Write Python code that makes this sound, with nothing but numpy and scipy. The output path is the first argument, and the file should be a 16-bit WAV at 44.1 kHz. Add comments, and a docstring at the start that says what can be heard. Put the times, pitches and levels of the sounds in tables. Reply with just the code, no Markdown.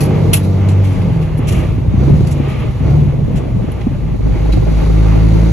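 """A six-cylinder diesel truck pulls hard, lifts off, blips twice through a gear change and lugs away again,
heard in the cab by an open side window. The engine is a harmonic series on the firing rate plus weaker lines
between, lifted by cab booms. Clatter is filtered noise that rings panels and block. Wind on the microphone is
coloured noise with short damped pushes. Hiss, puffs of valve air and a gliding turbo whistle come from outside."""
import sys
import numpy as np
from scipy import signal
from scipy.fft import rfft, irfft, next_fast_len
from scipy.io import wavfile
from scipy.ndimage import uniform_filter1d

SR = 44100
rng = np.random.default_rng(int(sys.argv[2]) if len(sys.argv) > 2 else 0)


def master(y):
    """Save y as 16-bit WAV."""
    cut = np.clip(np.atleast_2d(y).T, -1, 1)
    pcm = np.round(cut * 32767)  # scale
    wavfile.write(sys.argv[1], SR, pcm.astype(np.int16))


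N = 243431
TIME_S = np.arange(N) / SR


def undb(db):
    """Logarithmic level: amplitude gain is 10 ** (dB / 20)."""
    return 10 ** (np.asarray(db) / 20)


def curves(table):
    """Linear interpolation: each column of a time table, one value per sample."""
    s, *columns = np.transpose(table)
    return [np.interp(TIME_S, s, column) for column in columns]


def at(x, table):
    """Linear interpolation: look x up in a table of two columns."""
    return np.interp(x, *np.transpose(table))


def follow(load, span_db):
    """Load dependence: level between coasting and full load."""
    return span_db[0] + np.clip(load, 0, 1) * (span_db[1] - span_db[0])


def walk(rate):
    """Slow random modulation: levels held 1 / rate s and slewed twice; spread near 1."""
    k = int(SR / rate)
    steps = np.repeat(rng.standard_normal(N // k + 1), k)
    return 1.3 * uniform_filter1d(uniform_filter1d(steps, k), k)[:N]


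def band(x, edge_hz, kind):
    """Band splitting: third-order Butterworth filter."""
    return signal.sosfilt(signal.butter(3, edge_hz, kind, fs=SR, output="sos"), x)


def colour(x, shape):
    """Spectral shaping: filter by (frequency_hz, level_db) points and bring to rms 1."""
    hz, db = np.transpose(shape)
    size = next_fast_len(N)
    grid = np.log(np.maximum(np.arange(size // 2 + 1) * SR / size, 1))
    gain = undb(np.interp(grid, np.log(hz), db, left=-90, right=-90))
    y = irfft(rfft(x, size) * gain, size)[..., :N]
    return y / np.sqrt(np.mean(y ** 2))


def ring(x, modes, even=True):
    """Modal resonance: sum of peaks; even filters each twice and brings it to rms 1 before its gain."""
    out = 0
    for hz, width_hz, db in modes:
        b, a = signal.iirpeak(hz, hz / width_hz, SR)
        part = signal.lfilter(b, a, x)
        if even:
            part = signal.lfilter(b, a, part)
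            part = part / part.std()
        out = out + undb(db) * part
    return out


# Likeness of noise at the two ports: frequency_hz, correlation (0-1)
PORT_LIKENESS = [(30, 0.55), (170, 0.79), (260, 0.65), (500, 0.53), (900, 0.35), (1300, 0.48), (2000, 0.91),
                 (2800, 0.41), (4200, 0.091), (5300, 0.6), (6200, 0.81), (7800, 0.83), (8800, 1),
                 (11000, 0.97), (13000, 0.73)]
# Phase by which the left port leads: frequency_hz, lead_rad
LEFT_LEAD = [(200, 0), (300, -1.2), (450, 0), (690, 1.3), (1380, 0), (2330, .2), (3880, .6), (4600, 3),
             (5770, 6.1), (6720, 7), (8300, 9.42), (9600, 9.42), (10200, 10), (11800, 12.4), (13700, 12.5)]


def ports(envelope):
    """Partial coherence: noise under one envelope, part shared by the left and right port."""
    size = next_fast_len(N)
    hz = np.maximum(np.arange(size // 2 + 1) * SR / size, 1)
    left, other = rfft(envelope * rng.standard_normal((2, N)), size)
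    alike_hz, correlation = np.transpose(PORT_LIKENESS)
    alike = np.clip(np.interp(np.log(hz), np.log(alike_hz), correlation), 0, 1)
    late = np.exp(-1j * at(hz, LEFT_LEAD))
    right = alike * late * left + np.sqrt(1 - alike ** 2) * other
    return irfft(np.array([left, right]), size)[:, :N]


# Spectrum of the flutter, also of the rough edge on each push: frequency_hz, level_db (per Hz)
FLUTTER_SHAPE = [(120, -14), (200, -3), (509, -7), (563, -10.5), (626, -15), (707, -14), (1100, -26.5),
                 (1430, -52.5), (2420, -120)]
THUMP_OVERTONE_DB, THUMP_NOISE_DB = -19.5, -12.5  # overtone and rough edge against the main tone


def thuds(table, t60_s, skew_rad):
    """Damped oscillation: a brief push for each row, its main tone out of step by skew_rad at the ports."""
    out, t = np.zeros((2, N + SR)), np.arange(SR // 20) / SR
    edge = colour(rng.standard_normal((2, N)), FLUTTER_SHAPE)[:, :len(t)]
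    envelope = (1 - np.exp(-t / 0.0038)) ** 2 * np.exp(-np.log(1000) * t / t60_s)
    for (s, db, hz), (pan, skew) in zip(table, rng.standard_normal((len(table), 2))):
        start = int(s * SR)
        turn = 2 * np.pi * hz * t + skew_rad * np.sign(skew) * np.array([[.5], [-.5]])
        tone = np.sin(turn) + undb(THUMP_OVERTONE_DB) * np.sin(2.415 * turn)
        push = (tone + undb(THUMP_NOISE_DB) * np.roll(edge, start)) * envelope
        port_db = db + 1.7 * pan * np.array([[1], [-1]])
        out[:, start:][:, :len(t)] += undb(port_db) * push / np.abs(push).max()
    return out[:, :N]


# Small eddies between the loud ones: time_s, mean_peak_db
SWARM_LEVEL = [(0, -33), (.5, -38), (1, -34), (1.8, -30), (2.1, -27), (2.7, -26.5), (3.2, -23.5),
               (3.7, -22), (3.9, -32), (4.2, -14), (4.35, -17.5), (4.7, -14), (5, -16), (5.3, -18.5),
               (5.52, -17)]
SWARM_PER_S, SWARM_SPREAD_DB = 110, 3
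SWARM_HZ, SWARM_OCTAVES = 219.6, 0.697  # median pitch and its spread


def swarm():
    """Turbulence as random arrivals: rows of start_s, peak_db, pitch_hz."""
    count = int(SWARM_PER_S * N / SR)
    s = rng.random(count) * (N - 1) / SR
    size, pitch = rng.standard_normal((2, count))
    db = at(s, SWARM_LEVEL) + SWARM_SPREAD_DB * np.clip(size, -2, 2)
    return np.transpose([s, db, SWARM_HZ * 2 ** (SWARM_OCTAVES * np.clip(pitch, -2, 2))])


# Spectrum of the wind rumble: frequency_hz, level_db (per Hz)
RUMBLE_SHAPE = [(12, -36), (25, -18.5), (43, 0), (61, 0.5), (80, -4), (114, 3), (155, -1), (260, -14),
                (340, -27)]
# Brief drops of the wind: centre_s, half_length_s, change_db
WIND_LULLS = [(0.396, 0.04, -6), (1.273, 0.011, -5), (2.563, 0.029, -6), (2.748, 0.039, -7.5),
              (3.27, 0.02, -3), (4.182, 0.012, -2.5)]
# Gusts that thump the microphone: start_s, peak_db (before a random pan), pitch_hz
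GUST_THUMPS = [(1.39, -10, 261), (1.56, -11.5, 250), (1.779, -12, 250), (1.938, -3, 198),
               (2.077, -5.5, 300), (2.204, -10, 365.2), (2.398, -6.5, 257.2), (2.473, -16, 406),
               (2.904, -12, 321.6), (3.132, -26, 550), (3.299, -10.5, 206), (3.638, -10, 215.5),
               (3.867, -2, 233.5), (3.91, -14.5, 255.8), (3.948, -23, 587), (4.359, -14.5, 355),
               (4.534, -13, 316.4), (4.621, -18, 451.4), (4.664, -17.5, 605), (4.749, -29, 410),
               (4.945, -30, 453), (5.017, -22, 500.3), (5.312, -17, 546.5)]
# Eddies that push one port and pull the other: start_s, peak_db (before a random pan), pitch_hz
CROSS_EDDIES = [(1.160, -15, 330), (1.646, -16, 247), (2.094, -7, 350), (2.156, -19, 330),
                (2.235, -16, 220), (2.443, -22, 302), (2.550, -15, 318), (2.631, -16, 250),
                (2.750, -22, 300), (2.859, -14, 250), (2.968, -16, 350.5), (3.072, -20, 280),
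                (3.138, -13, 250), (3.279, -10, 248.2), (3.343, -17, 379.9), (3.413, -17, 181.2),
                (3.479, -17, 260), (3.566, -19, 330), (3.647, -19, 219.9), (3.681, -12, 260),
                (3.972, -25, 414), (4.082, -15, 261.7), (4.140, -12, 300), (4.294, -12, 302),
                (4.345, -14, 198), (4.401, -15, 500), (4.490, -9, 292), (4.570, -8, 303.2),
                (4.622, -10, 413), (4.686, -12, 400.2), (4.773, -16, 296.9), (4.822, -16, 481),
                (4.867, -15, 398), (4.915, -14, 296), (4.943, -8.5, 304), (5.012, -12, 149.2),
                (5.057, -13, 510), (5.167, -11, 300.4), (5.244, -13, 300), (5.356, -11, 420),
                (5.405, -7, 178.5), (5.43, -14, 395), (5.494, -17, 301)]
THUMP_T60_S, EDDY_T60_S = 0.028, 0.024
THUMP_SKEW_RAD, EDDY_SKEW_RAD, SWARM_SKEW_RAD = 0.43, 2.93, 2.93  # phase between the ports


def wind(rumble_db, flutter_db):
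    """Turbulent pressure: lumpy rumble, with faster, shallower flutter above it, thumps and cross eddies."""
    rumble = colour(ports(undb(3.1 * walk(22.164))), RUMBLE_SHAPE)
    rumble = rumble / band(rumble, (110, 135), "band").std()  # rumble_db is the level in this band
    flutter = colour(ports(undb(2.0 * walk(45))), FLUTTER_SHAPE)
    lull_db = sum(db * np.exp(-((TIME_S - s) / half_s) ** 2) for s, half_s, db in WIND_LULLS)
    pushes = thuds(GUST_THUMPS, THUMP_T60_S, THUMP_SKEW_RAD)
    pushes = pushes + thuds(CROSS_EDDIES, EDDY_T60_S, EDDY_SKEW_RAD)
    pushes = pushes + thuds(swarm(), EDDY_T60_S, SWARM_SKEW_RAD)
    return undb(lull_db) * (undb(rumble_db) * rumble + undb(flutter_db) * flutter) + pushes


# Airy swells in the low treble: start_s, end_s, level_db
SWELL_TIMES = [(1.4, 1.744, -37), (2.315, 2.726, -37)]
# Resonances of the swells: frequency_hz, width_hz (of each pass), level_db
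SWELL_MODES = [(1210, 210, -1.5), (2350, 1190, 1.5), (2920, 1000, -24)]


def swells():
    """Amplitude-modulated band noise: rushes of air that rise, hold and fade."""
    shape = 0
    for start, end, db in SWELL_TIMES:
        phase = np.clip((TIME_S - start) / (end - start), 0, 1)
        shape = shape + undb(db) * np.sin(np.pi * phase) ** 0.59
    return shape * ring(ports(undb(1.5 * walk(30))), SWELL_MODES)


# Spectrum of the steady hiss: frequency_hz, level_db (per Hz)
HISS_SHAPE = [(3000, -2), (3900, 6.5), (5500, -2), (7000, -2), (8500, -3.5), (9500, -12), (10200, -2),
              (11200, -0.5), (12200, -14.5), (12500, -35)]


def hiss(level_db):
    """Broadband flow noise: a steady hiss of air outside."""
    return undb(level_db) * colour(ports(undb(0.51 * walk(9.0))), HISS_SHAPE)


# Spectrum of the puffs: frequency_hz, level_db (per Hz)
PUFF_SHAPE = [(1200, -4), (2000, -2), (2700, 3), (3800, -2), (5200, -7), (7500, 1), (8400, -2),
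              (9500, -5.5), (10800, 1.5), (12300, -13.5), (13000, -21), (14800, -48)]
# Whistling of the valve: frequency_hz, width_hz (of each pass), level_db
NOZZLE_MODES = [(2700, 2400, -15.5), (5460, 2000, -39), (10600, 90, -21)]
# Valve housing, rung as each puff opens: frequency_hz, width_hz, gain_db
HOUSING_MODES = [(2120, 70, 10), (2525, 50, 19), (3235, 50, 13), (3924, 60, 12), (4597, 50, 8),
                 (5351, 60, 8)]
# Puffs of air from a valve: start_s, level_db, rise_s, t60_s, share_5500_to_9000_hz_db,
# share_above_9000_hz_db, whistle_hz, whistle_db (before a common -8 dB)
PUFF_EVENTS = [(.004, -24.5, 0.0023, 0.17, 10, 12, 4350, 7), (0.331, -12, 0.0025, 0.13, -2, 11, 2540, -9),
               (0.43, -37.5, 0.0035, 0.19, 4.5, 2, 3800, 3), (0.685, -29, 0.0021, 0.15, 4.5, -3, 3840, -6),
               (0.832, -35, 0.0079, 0.77, 1.5, -3, 2234, 1),
               (1.013, -28.5, .003, 0.057, -22, -22, 4600, -14),
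               (1.213, -31.5, 0.0048, 0.13, -14, -4, 3200, -16),
               (1.371, -41.5, .003, 0.11, -2, 11, 11500, 4), (1.47, -29.5, 0.0049, 0.56, 6, 3.5, 2650, -3),
               (2.269, -34.5, 0.0029, 0.13, 8.5, 5, 4570, 5), (2.308, -40, 0.0025, 0.17, 8, 6, 7300, -1),
               (2.48, -44, 0.0027, 0.38, 4.5, 2.5, 7500, -10), (2.59, -47, 0.0027, 0.15, 4, 10, 7400, 0),
               (3.356, -28.5, 0.0093, 0.14, 2.5, -3, 7000, -15),
               (3.716, -41.5, 0.0018, 0.087, 0, 9.5, 11400, 1),
               (3.809, -36, .003, 0.12, -11, -14, 2025, -1), (4.519, -28.5, 0.004, 0.23, -16, -9, 3900, 2)]
WHISTLE_Q, KNOCK_T60_S = 6, .04


def puffs():
    """Jet noise with exponential decay: each puff hisses and whistles, and its opening rings the housing."""
    jet = ports(undb(2.2 * walk(120)))
    gas = colour(jet, PUFF_SHAPE) + ring(jet, NOZZLE_MODES)
    body, middle, top = band(gas, 5500, "low"), band(gas, (5500, 9000), "band"), band(gas, 9000, "high")
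    out, knocks = 0, 0
    for s, db, rise_s, t60_s, middle_db, top_db, hz, whistle_db in PUFF_EVENTS:
        age = np.maximum(TIME_S - s, 0)
        opening = undb(db) * (1 - np.exp(-age / rise_s))
        knocks = knocks + opening * np.exp(-np.log(1000) * age / KNOCK_T60_S)
        whistle = undb(-8.0) * ring(jet, [(hz, hz / WHISTLE_Q, whistle_db)])
        air = body + undb(middle_db) * middle + undb(top_db) * top + whistle
        out = out + opening * np.exp(-np.log(1000) * age / t60_s) * air
    return out + ring(knocks * jet, HOUSING_MODES, even=False)


# Turbo, spooling up under load and running down after the lift: time_s, pitch_hz
TURBO_PITCH = [(0, 4950), (.5, 5350), (.7, 5500), (.82, 5250), (.93, 4960), (1.05, 4760), (1.2, 4510),
               (1.35, 4220), (1.72, 3770), (2, 3650), (3.2, 3500), (3.6, 3200), (5.52, 3400)]
# Mean level of the turbo whistle by its pitch: pitch_hz, level_db
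TURBO_LEVEL_BY_PITCH = [(3250, -72), (3550, -64), (3750, -58), (4000, -64), (4400, -63), (4800, -61),
                        (4950, -59), (5050, -65), (5250, -62), (5480, -64)]
WINDOW_LAG_S = 0.0002  # the whistle comes in by the window and reaches the left port first


def turbo():
    """Phase integration: a wavering gliding tone, its level set by its pitch."""
    hz, = curves(TURBO_PITCH)
    level_db = at(hz, TURBO_LEVEL_BY_PITCH) + 3.0 * walk(40)
    turns = np.cumsum(hz * (1 + 0.006 * walk(150))) / SR
    turns = turns - hz * WINDOW_LAG_S * np.array([[0], [1]])
    return np.sqrt(2) * undb(level_db) * np.sin(2 * np.pi * turns)


# Spectrum of the clatter: frequency_hz, level_db (per Hz)
CLATTER_SHAPE = [(470, -41), (800, 0), (1030, -7.5), (1180, -9.5), (1540, -13.5), (1830, -14),
                 (2150, -11.5), (2340, -15.5), (2590, -16), (3080, -18.5), (5000, -44.5), (6500, -46),
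                 (11000, -120)]
# Panels rung by the clatter: frequency_hz, width_hz (of each pass), level_db
PANEL_MODES = [(338.8, 53, -3.5), (626, 55, -4), (796, 22, -17), (1160, 190, -19), (2580, 1200, -21.5),
               (3390, 83, -25)]
# Block rung by hard combustion: frequency_hz, width_hz (of each pass), level_db
BLOCK_MODES = [(1380, 200, -23), (2150, 400, -24), (3900, 500, -30), (4450, 600, -27), (6000, 600, -31)]


def clatter(turns, level_db, load_db):
    """Impact-driven resonance: valve gear rattles bulkhead and panels; under load the firings ring the block."""
    beat = 6.0 + np.exp(-(turns % 1) / 1.1)  # a small lift at each firing
    rattle = ports(beat * undb(1.6 * walk(18) + 0.56 * walk(60)))
    rattling = colour(rattle, CLATTER_SHAPE) + ring(rattle, PANEL_MODES)
    return undb(level_db) * rattling + undb(load_db) * ring(ports(beat), BLOCK_MODES)


# Higher lines: multiple of the firing rate
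UPPER_MULTIPLES = (3, 4, 5, 6, 7, 8, 10)
# Their levels, on top of the load and the exhaust path: level_db
UPPER_LEVELS = (-1, -8, -16, -15, -18.5, -26, -20)
# Lines between, from cylinders that differ: multiple of the full cycle of six firings
BETWEEN_MULTIPLES = (3, 5, 7, 9, 10, 14, 20, 21, 27, 29, 33, 39)
# Their levels, on top of the unevenness: level_db
BETWEEN_LEVELS = (-7.5, -3.5, 1, -1, 0.5, -10, -13.5, -16, -15.5, -16, -19.5, -26.5)
# Level of the second multiple on top of the load: time_s, change_db
SECOND_LEVEL_SWING = [(0, 4.5), (.9, 2.5), (1.05, 1.5), (1.22, 5), (1.35, -2.5), (1.9, 3.5), (2.12, 3),
                      (2.3, -3), (2.47, 7), (2.6, -1), (2.72, 7.5), (2.8, -4.5), (2.97, 3.5), (3.15, 5),
                      (3.6, 1.5), (3.9, -5.5), (4.3, -2.5), (5.52, -0.5)]
# Way from the exhaust into the cab: frequency_hz, gain_db
EXHAUST_PATH = [(45, 6), (53, 4), (66, -1), (74, 0), (88, -8.5), (92, -20.5), (94, -3), (98, 2), (103, 5.5),
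                (105.3, -6), (107.2, 7.5), (113, 1), (122, 1.5), (146, 6.5), (156, 0), (163, 7.5),
                (187, -10), (193, -2.5), (202, -5), (214, -4.5), (225, -8.5), (250, -5), (270, 5),
                (290, -6), (322, 6), (345, 5), (375, 0.5), (415, -1), (470, -1)]
# Cab booms added to the engine lines: frequency_hz, width_hz, gain_db
CAB_BOOM_MODES = [(97.17, 1.15, 8.5), (150.7, 10.4, -3), (513, 16, 4.5)]
BOOM_DB, SECOND_DB, UPPERS_DB = (-30, -12.5), (-29, -18.5), (-42, -21)  # (coasting, full load)
GEAR_TEETH = 74 / 6  # mesh whine as a multiple of the firing rate
GEAR_DB, GEAR_OUT_S, GEAR_FADE_DB_PER_S = -48, .76, 200  # whines only until the low gear is let go
UPPER_WAVER_DB = 1.5  # extra waver above the third multiple


def engine(hz, load, uneven_db):
    """Harmonic series: wavering multiples of the firing rate and lines between, lifted by cab booms."""
    turns = np.cumsum(hz * (1 + 0.0017 * walk(14))) / SR
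    upper_db = follow(load, UPPERS_DB)
    second_db = follow(load, SECOND_DB) + curves(SECOND_LEVEL_SWING)[0]
    gear_db = GEAR_DB - GEAR_FADE_DB_PER_S * np.maximum(TIME_S - GEAR_OUT_S, 0)
    lines = [(1, follow(load, BOOM_DB)), (2, second_db)]
    lines += [(k, upper_db + db) for k, db in zip(UPPER_MULTIPLES, UPPER_LEVELS)]
    lines = [(k, db + at(k * hz, EXHAUST_PATH)) for k, db in lines]
    lines += [(k / 6, uneven_db + db) for k, db in zip(BETWEEN_MULTIPLES, BETWEEN_LEVELS)]
    lines += [(GEAR_TEETH, gear_db)]
    out = 0
    for k, db in lines:
        # paths through the cab differ at the two ports, more so for short waves
        skew = 0.019 * k * rng.standard_normal((2, 1))
        waver_db = 2.5 - 2.1 * np.clip(load, 0, 1) + UPPER_WAVER_DB * (k > 3)  # steadier under load
        tone = np.sin(2 * np.pi * (k * turns + rng.random() + skew))
        out = out + np.sqrt(2) * undb(db + waver_db * walk(9)) * tone
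    return out + ring(out, CAB_BOOM_MODES, even=False), turns, upper_db


# Wind: time_s, rumble_db (between 110 and 135 Hz, before lulls), gust_db (on flutter, clatter and hiss)
WIND_COURSE = [(0, -26, 2), (.3, -22.5, 1), (.47, -24, -2), (.83, -28.5, -1.5), (1, -20, 0.5),
               (1.44, -22.5, 0.5), (1.6, -19, 6), (1.78, -23.5, 1), (2.1, -15.5, 1.5), (2.41, -27, 1.3),
               (2.52, -25.5, 5), (2.7, -17, 1.9), (3, -21, -2), (3.32, -19, 1.3), (3.6, -22, 1.1),
               (4.1, -23, 0), (4.6, -18.5, -0.8), (4.88, -23, 1.4), (5, -26, 1), (5.52, -27, 1)]
# Level of the flutter alone: time_s, change_db
FLUTTER_LEVEL_SWING = [(0, -1), (.8, -3.5), (1.4, 2), (2.2, 0), (2.9, 4), (3.8, 2), (4.3, -4), (4.9, -1),
                       (5.52, 2)]
# Engine: time_s, mean firing_rate_hz, load (0-1), cylinder_unevenness_db
ENGINE_COURSE = [(0, 92.94, 0.67, -19), (.25, 94.45, 0.73, -19), (.45, 95.42, 0.75, -25),
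                 (.8, 98.23, 0.66, -24), (.9, 90.9, 0.58, -44), (1.2, 79.98, 0.2, -24),
                 (1.6, 68.63, 0, -25), (1.92, 59.2, 0.26, -29), (2.02, 65.67, 1, -29),
                 (2.14, 74.23, 0.65, -29), (2.3, 72.63, 0.44, -22), (2.45, 70, 0, -23.5),
                 (2.78, 61.78, 0.32, -38.5), (2.88, 67.67, 1, -22.5), (2.97, 74.9, 0.73, -25.5),
                 (3.1, 70.8, 0.01, -23), (3.3, 67.52, 0.11, -35.5), (4.19, 50.78, 0.16, -35),
                 (4.25, 51.48, 0.72, -42), (4.7, 52.7, 0.88, -38), (5, 53.44, 0.99, -32),
                 (5.33, 54.37, 0.98, -24.5), (5.52, 55.6, 1, -32)]
FLUTTER_DB, CLATTER_DB, HISS_DB = (-31.5, -23.5), (-39, -32.5), (-53, -42.5)  # (coasting, full load)
# clatter and flutter grow with the firing rate: the levels above hold at MID_HZ
MID_HZ, CLATTER_DB_PER_HZ, FLUTTER_DB_PER_HZ = 70, 0.0621, 0.189
BOOST_LAG_S = 0.077  # hiss and clatter trail the load


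def scene():
    """Superposition: everything that reaches the two ports, with load and gusts setting the levels."""
    hz, load, uneven_db = curves(ENGINE_COURSE)
    rumble_db, gust_db = curves(WIND_COURSE)
    keep = np.exp(-1 / (BOOST_LAG_S * SR))
    boost = load[0] + signal.lfilter([1 - keep], [1, -keep], load - load[0])
    flutter_db = follow(load, FLUTTER_DB) + FLUTTER_DB_PER_HZ * (hz - MID_HZ) + gust_db
    flutter_db = flutter_db + curves(FLUTTER_LEVEL_SWING)[0]
    clatter_db = follow(boost, CLATTER_DB) + CLATTER_DB_PER_HZ * (hz - MID_HZ) + gust_db
    air = wind(rumble_db, flutter_db) + swells()
    outside = hiss(follow(boost, HISS_DB) + gust_db) + puffs() + turbo()
    motor, turns, load_db = engine(hz, load, uneven_db)
    return air + outside + clatter(turns, clatter_db, load_db) + motor


TOP_HZ = 15100


def record(dry):
    """Saturation and band limiting: the loudest peaks are rounded and the top is cut."""
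    soft = dry / (1 + (dry / .96) ** 4) ** .25
    return signal.sosfilt(signal.ellip(8, .2, 80, TOP_HZ, fs=SR, output="sos"), soft)


dry = scene()
out = record(dry)
master(out)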